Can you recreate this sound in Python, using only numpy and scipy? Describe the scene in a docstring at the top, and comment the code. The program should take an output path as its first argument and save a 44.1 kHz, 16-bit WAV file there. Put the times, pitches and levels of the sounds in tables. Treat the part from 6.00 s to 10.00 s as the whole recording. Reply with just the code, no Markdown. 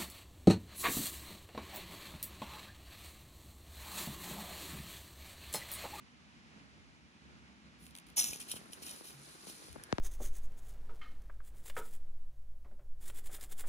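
"""A lizard scratches over a rock, leaps into dry oak leaves and scurries off in short dashes.
The leaves crackle as thousands of tiny ringing fractures; scales slide and claws tick.
Behind it: a faint wash of wind or a stream, a low rumble, one brief hum. A hand-held camera
swings after it: soft rubbing, small bumps, and two sharp knocks on the case at the end."""
import sys
import numpy as np
from scipy import signal
from scipy.fft import rfft, irfft
from scipy.io import wavfile

SR = 44100
rng = np.random.default_rng(int(sys.argv[2]) if len(sys.argv) > 2 else 0)


def materialize(psi):
    """Save the field psi as 16-bit PCM at rate SR to the path in sys.argv[1].

    A 1-D psi becomes a single channel; in a 2-D psi each row is a channel.
    """
    bounded = np.clip(np.atleast_2d(psi).T, -1, 1)
    quanta = np.round(bounded * 32767).astype(np.int16)
    wavfile.write(sys.argv[1], SR, quanta)


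N = 176400
T, HZ = np.arange(N) / SR, np.fft.rfftfreq(N, 1 / SR)
BAND_EDGE_HZ = 15750

# Source spectra. Each row: frequency in Hz, relative level in dB.
WASH_SPECTRUM = [(30, -25), (300, -7), (500, -3), (900, 0), (1400, 0), (2300, 1), (3300, -4), (5200, -7.5),
                 (7500, -14), (10500, -25), (12000, -38), (15500, -46)]
RUMBLE_SPECTRUM = [(20, -32), (40, -17), (55, -5), (67, 5.5), (85, -6), (130, -3), (230, .5), (320, -9.5),
                   (500, -21), (1200, -45), (4000, -70)]
RUB_SPECTRUM = [(30, -34), (70, -13), (150, 1), (330, 2.5), (550, -5.5), (900, -9.5), (1400, -4),
                (2200, -9), (5000, -27), (15000, -55)]
GRIP_SPECTRUM = [(20, -32), (45, -9), (75, 1), (150, -10), (300, -25), (1000, -55), (4000, -75)]
DRAG_SPECTRUM = [(100, -24), (450, -5), (800, -9), (1350, -7), (1680, 3), (2100, -8), (3500, -16),
                 (8000, -28), (15000, -55)]
SCALE_SPECTRUM = [(300, -25), (2500, -9), (4300, -5), (6500, -9), (8500, -4), (10300, 1), (11300, -2),
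                  (13000, -8), (15500, -6)]
CLAW_SPECTRUM = [(300, -22), (1500, -9), (2600, 2), (4300, -1), (6500, -6), (9800, 0), (11200, -1),
                 (13000, -8), (15500, -7)]
STIR_SPECTRUM = [(200, -12), (1000, -5.5), (2000, -6), (3100, -4.5), (4150, 3), (6000, -.5), (7800, -2),
                 (9700, 1), (11000, 0), (12500, -8.5), (15500, -14)]
DASH_SPECTRUM = [(200, -25), (1000, -15), (2150, -13), (2460, -2), (2750, -5.5), (3100, -.5), (3450, -8.5),
                 (3800, -4.5), (4900, -6.5), (5400, -1), (6300, -6), (7500, -6), (9400, 0), (10900, 1),
                 (12500, -6), (15500, -10)]
CRASH_SPECTRUM = [(100, -22), (220, -12), (520, -19), (800, -11.5), (1300, -14), (2000, -10.5), (2500, -6),
                  (3100, -5.5), (3600, -8), (4200, -4), (4600, -10), (5200, .8), (6300, 1.8), (7100, -1),
                  (7700, -3.5), (9400, -1.5), (11500, -.5), (13000, -9), (13900, -5), (14700, -13),
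                  (15500, -14)]

# Level curves of the sustained sounds. Each row: time in seconds, level in dB.
WASH_LEVEL_DB = [(0, -64), (.4, -64), (.57, -63), (.85, -64), (1.1, -65), (1.35, -63.3), (1.55, -64.5),
                 (1.8, -63.5), (2.0, -63), (4.0, -63.5)]
RUMBLE_LEVEL_DB = [(0, -63.5), (.15, -61.5), (.38, -63.5), (.57, -59.5), (.85, -62.5), (1.05, -62),
                   (1.15, -64), (1.35, -59.5), (1.62, -63), (1.78, -59.5), (1.95, -62), (2.3, -61),
                   (2.9, -66), (3.4, -69), (4.0, -68)]
RUB_LEVEL_DB = [(0, -80), (.42, -80), (.55, -62), (.75, -72), (1.15, -82), (1.3, -66), (1.45, -70),
                (1.6, -80), (2.1, -76), (2.3, -63), (2.55, -58.5), (2.7, -59), (2.9, -57.5), (3.05, -61),
                (3.17, -64), (3.28, -59.5), (3.5, -59), (3.72, -63), (3.77, -61), (3.84, -64), (4.0, -63)]
STIR_LEVEL_DB = [(2.15, -90), (2.3, -59), (2.55, -61), (2.65, -66), (2.8, -62.5), (3.0, -60), (3.16, -65),
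                 (3.25, -58.5), (3.38, -60), (3.49, -56.5), (3.56, -57.5), (3.68, -58.5), (3.78, -68),
                 (4.0, -72)]

# Lead of the left microphone port. Each row: frequency in Hz, phase in radians.
LEFT_LEAD_RAD = [(0, 0), (400, .5), (1600, 3.1), (2950, 6.3), (4700, 9.4), (6200, 12.5), (8000, 15.7),
                 (10000, 12.6), (12100, 9.4), (13900, 6.3), (15600, 3.1)]
# Likeness of the two ports. Each row: frequency in Hz, coherence from 0 to 1.
NOISE_COHERENCE = [(30, .1), (80, .3), (200, .6), (600, .45), (1500, .45), (3500, .3), (7000, .35),
                   (9500, .85), (15000, .8)]
STIR_COHERENCE = [(200, .8), (1500, .3), (5000, .3), (8000, .45), (9500, .92), (12000, .97), (15000, .92)]
LIZARD_COHERENCE = [(200, .9), (1500, .5), (2500, .6), (5000, .6), (8000, .6), (9500, .95), (12000, .98),
                    (15000, .92)]
CRASH_COHERENCE = [(200, .9), (1400, .88), (2300, .65), (2800, .9), (3600, .7), (4700, .95), (6100, .92),
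                   (7000, .85), (8000, .99), (12000, .99), (15000, .96)]

# Single swells. Each row: start in seconds, level in dB, rise and hold in seconds, fade in dB/s.
HUM_SWELL = (3.125, -60, .02, .07, 200)
GRIP_SHIFT = (3.69, -57, .015, .02, 110)
FINGER_DRAGS = [(3.765, -56.5, .015, .012, 65), (3.888, -56, .003, .003, 250)]
SCALE_SLIDES = [(1.78, -61.5, .06, .025, 260), (1.945, -66, .01, .03, 400), (2.06, -70, .01, .03, 250)]
LANDING, SETTLING = (2.161, -29.5, .018, .016, 225), (2.228, -42.8, .022, .04, 170)
# Dashes through the leaves. Each row: the same five columns, then leaf resonance in Hz.
LEAF_DASHES = [(2.324, -48.5, .007, .006, 450, 2450), (2.395, -48, .009, .008, 450, 2700),
               (2.472, -47.5, .024, .016, 350, 3150), (2.51, -44, .005, .003, 800, 10300),
               (2.548, -48.5, .012, .008, 700, 3100), (2.714, -53, .018, .006, 500, 2480),
               (2.819, -49, .007, .006, 450, 4400), (2.852, -49, .015, .04, 140, 3950),
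               (3.035, -55.5, .015, .045, 200, 3900), (3.458, -55, .012, .035, 200, 4050)]

# Bumps on the case. Each row: start in seconds, level in dB, treble cutoff in Hz, decay in seconds.
CASE_BUMPS = [(2.291, -40, 300, .012), (2.327, -37, 700, .005), (2.356, -41, 600, .005),
              (2.538, -35, 750, .005), (2.562, -38, 700, .004), (2.612, -41, 650, .005),
              (2.697, -42, 400, .007), (2.819, -39, 550, .005), (3.009, -37, 900, .004),
              (3.469, -37, 850, .004), (3.496, -41, 750, .004), (3.6, -44, 700, .004),
              (3.621, -40, 700, .004), (3.683, -40, 550, .005), (3.755, -38, 600, .004),
              (3.7595, -32, 1100, .003), (3.763, -34, 750, .004), (3.777, -44, 300, .012),
              (3.890, -42, 1400, .0025), (3.926, -17.5, 7800, .0076), (3.983, -22.7, 4800, .0062),
              (3.9861, -31.5, 2200, .0045)]
# Claws on rock; leaves breaking under the landing. 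Each row: start in seconds, level in dB.
CLAW_TICKS = [(1.866, -39), (1.909, -44), (1.952, -33.5), (1.964, -39), (1.975, -41), (1.986, -34.5),
              (1.999, -44), (2.068, -42), (2.087, -46), (2.101, -44)]
LEAF_BREAKS = [(2.1695, -24), (2.183, -20), (2.193, -22), (2.208, -25), (2.214, -25), (2.2325, -27),
               (2.2425, -16.5), (2.259, -26), (2.2885, -26), (2.31, -29)]
# Single leaves snapping. Each row: start in seconds, level in dB, leaf resonance in Hz.
LEAF_SNAPS = [(2.333, -27, 2500), (2.36, -28, 12200), (2.405, -33, 3200), (2.414, -33, 2550),
              (2.516, -22.5, 10400), (2.733, -29.5, 3100), (2.827, -36, 9700), (3.499, -33, 4000),
              (3.729, -38, 9200), (3.837, -31, 8800)]


def amp(db):
    """Decibels to gain."""
    return 10 ** (np.asarray(db) / 20)


def unit_rms(x):
    """Scales to rms 1."""
    return x / np.sqrt(np.mean(x ** 2) + 1e-20)


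def over_frequency(points):
    """Interpolates a table over log frequency."""
    hz, value = np.transpose(points)
    return np.interp(np.log(HZ + 1), np.log(hz + 1), value)


def gain_curve(points):
    """A dB curve as gain over time."""
    return amp(np.interp(T, *np.transpose(points)))


def swell(start_s, db, rise_s, hold_s, fade_db_per_s):
    """Envelope: linear rise, hold, exponential fade."""
    fading_s = np.maximum(T - start_s - rise_s - hold_s, 0)
    return np.clip((T - start_s) / rise_s, 0, 1) * amp(db - fade_db_per_s * fading_s)


def add_at(mix, start_s, sound):
    """Mixes a sound in place."""
    part = mix[..., round(start_s * SR):][..., :sound.shape[-1]]
    part += sound[..., :part.shape[-1]]


def drift(rate_hz):
    """Low-passed random wander, rms 1."""
    return unit_rms(irfft(rfft(rng.standard_normal(N)) * (HZ > 0) / (1 + (HZ / rate_hz) ** 4), N))


def mic_ports(pair, spectrum, coherence):
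    """Colours two unrelated signals and blends them into the left and right microphone ports."""
    shared, apart = rfft(pair) * unit_rms(amp(over_frequency(spectrum)))
    likeness = np.clip(over_frequency(coherence), 0, 1)
    shared *= np.sqrt((1 + likeness) / 2)
    apart *= np.sqrt((1 - likeness) / 2)
    right_lag = np.exp(-1j * np.interp(HZ, *np.transpose(LEFT_LEAD_RAD)))
    return irfft(np.array([shared + apart, (shared - apart) * right_lag]), N)


def noise(spectrum, gain, flutter_db, rate_hz):
    """Coloured stereo noise with a fluttering level."""
    flutter = unit_rms(amp(flutter_db * drift(rate_hz)))
    return mic_ports(rng.standard_normal((2, N)) * gain * flutter, spectrum, NOISE_COHERENCE)


def crackle(per_s, spread_db, ring_s, clump_db, pitches=64):
    """Clumps of tiny fractures, each ringing briefly at one of many pitches."""
    t, out = np.arange(192) / SR, np.zeros((2, N))
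    size = amp(spread_db * np.minimum(rng.exponential(1, (2, N)), 4))
    polarity = rng.choice([-1, 1], (2, N))
    impulses = size * polarity * (rng.random((2, N)) < per_s / SR)
    pitch_index = rng.integers(0, pitches, (2, N))
    for k, hz in enumerate(np.linspace(SR / 128, BAND_EDGE_HZ, pitches)):
        decay = np.exp(-t / (ring_s * rng.uniform(.5, 1.5)))
        ring = unit_rms(decay * np.cos(2 * np.pi * (hz * t + rng.random())))
        side, onset = np.nonzero((pitch_index == k) & (impulses != 0))
        samples = (onset[:, None] + np.arange(len(t))) % N
        np.add.at(out, (side[:, None], samples), impulses[side, onset, None] * ring)
    return unit_rms(out * amp(clump_db * drift(rate_hz=110)))


def cracks(rows, decay_s):
    """Sharp cracks, each a fast-decaying noise burst."""
    t, out = np.arange(1024) / SR, np.zeros((2, N))
    for start_s, db in rows:
        burst = rng.standard_normal((2, len(t))) * np.exp(-t / decay_s)
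        add_at(out, start_s, amp(db) * burst / abs(burst).max())
    return out


def scatter(x, rt60_s=.06, tail_db=-12):
    """Adds a short, thin tail from ground and trunks."""
    t = np.arange(SR // 4) / SR
    tail = rng.standard_normal((2, len(t))) * amp(-60 * t / rt60_s) * np.minimum(t / .003, 1)
    return x + amp(tail_db) * signal.fftconvolve(x, tail / np.linalg.norm(tail[0]), axes=1)[:, :N]


def leaf_curl(x, hz, width_hz=350, db=-1):
    """Adds the hollow resonance of a curled leaf."""
    return x + amp(db) * signal.lfilter(*signal.iirpeak(hz, hz / width_hz, fs=SR), x)


def air():
    """Distant wind or water over a lumpy rumble, slightly to the right."""
    wash = noise(WASH_SPECTRUM, gain_curve(WASH_LEVEL_DB), flutter_db=.5, rate_hz=8)
    rumble = noise(RUMBLE_SPECTRUM, gain_curve(RUMBLE_LEVEL_DB), flutter_db=1.5, rate_hz=14)
    return (wash + rumble) * amp([[-.6], [.6]])


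def hum(hz=140):
    """A brief, wavering low tone."""
    return unit_rms(np.sin(2 * np.pi * hz * T)) * swell(*HUM_SWELL) * amp(drift(rate_hz=25))


def fingers():
    """Fingers rub the case, shift grip and drag."""
    rub = noise(RUB_SPECTRUM, gain_curve(RUB_LEVEL_DB), flutter_db=2.5, rate_hz=40)
    thud = noise(GRIP_SPECTRUM, swell(*GRIP_SHIFT), flutter_db=1, rate_hz=20)
    drag = noise(DRAG_SPECTRUM, sum(swell(*row) for row in FINGER_DRAGS), flutter_db=2.5, rate_hz=90)
    return rub + thud + drag


def bumps(chirp_cycles=1.23, lag_s=.00009, rise_s=.00005, far_db=-3, far_rad=1.7, far_cutoff_hz=900):
    """Each bump on the case arrives as a fast falling chirp, duller at the far port."""
    t, out = np.arange(4096) / SR, np.zeros((2, N))
    hz = chirp_cycles / (t + lag_s)
    phase = 2 * np.pi * chirp_cycles * np.log(1 + t / lag_s)
    far_gain = amp(far_db) / np.hypot(1, hz / far_cutoff_hz)
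    chirp = np.array([np.sin(phase), far_gain * np.sin(phase + far_rad)])
    for start_s, db, cutoff_hz, decay_s in CASE_BUMPS:
        envelope = amp(db) * np.minimum(t / rise_s, 1) * np.exp(-t / decay_s)
        add_at(out, start_s, -envelope * chirp / np.hypot(1, (hz / cutoff_hz) ** 2))
    return out


def camera_case(x, dip_hz=2600, dip_q=1.1, dip_db=-4.5, cutoff_hz=7500):
    """The case damps the upper midrange and passes little high treble."""
    midrange = signal.lfilter(*signal.iirpeak(dip_hz, dip_q, fs=SR), x)
    damped = x - (1 - amp(dip_db)) * midrange
    return signal.sosfilt(signal.butter(6, cutoff_hz, fs=SR, output="sos"), damped)


def lizard_on_rock():
    """Scales slide and claws tick before the jump."""
    slides = crackle(per_s=12000, spread_db=2.2, ring_s=.0003, clump_db=1.2)
    slides *= sum(swell(*row) for row in SCALE_SLIDES)
    claws = cracks(CLAW_TICKS, decay_s=.0014)
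    return (mic_ports(slides, SCALE_SPECTRUM, LIZARD_COHERENCE)
            + mic_ports(claws, CLAW_SPECTRUM, LIZARD_COHERENCE))


def leaf_stir():
    """Leaves stir steadily as the lizard runs off."""
    stir = crackle(per_s=12000, spread_db=3.1, ring_s=.0006, clump_db=1.1)
    return mic_ports(scatter(stir * gain_curve(STIR_LEVEL_DB)), STIR_SPECTRUM, STIR_COHERENCE)


def lizard_dashes():
    """Short runs rustle curled leaves; single ones snap."""
    litter = crackle(per_s=9000, spread_db=3, ring_s=.0009, clump_db=1.3)
    dashes = sum(leaf_curl(litter * swell(*move), hz) for *move, hz in LEAF_DASHES)
    snaps = sum(leaf_curl(cracks([snap], decay_s=.0012), hz) for *snap, hz in LEAF_SNAPS)
    return mic_ports(scatter(dashes + snaps), DASH_SPECTRUM, LIZARD_COHERENCE)


def lizard_landing():
    """Dry leaves crush and break under the lizard, then settle."""
    crush = crackle(per_s=9500, spread_db=3, ring_s=.001, clump_db=1.1)
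    crush *= np.hypot(swell(*LANDING), swell(*SETTLING))
    breaks = cracks(LEAF_BREAKS, decay_s=.001)
    return mic_ports(scatter(crush + breaks), CRASH_SPECTRUM, CRASH_COHERENCE)


def scene():
    """Lizard, background and camera handling, in stereo."""
    lizard = lizard_on_rock() + lizard_landing() + lizard_dashes() + leaf_stir()
    return lizard + air() + hum() + camera_case(fingers() + bumps())


def record(dry):
    """Steep low-pass at the band edge."""
    lowpass = signal.firwin(511, BAND_EDGE_HZ, window=("kaiser", 9), fs=SR)
    return signal.oaconvolve(dry, lowpass[None], "same")


dry = scene()
out = record(dry)
materialize(out)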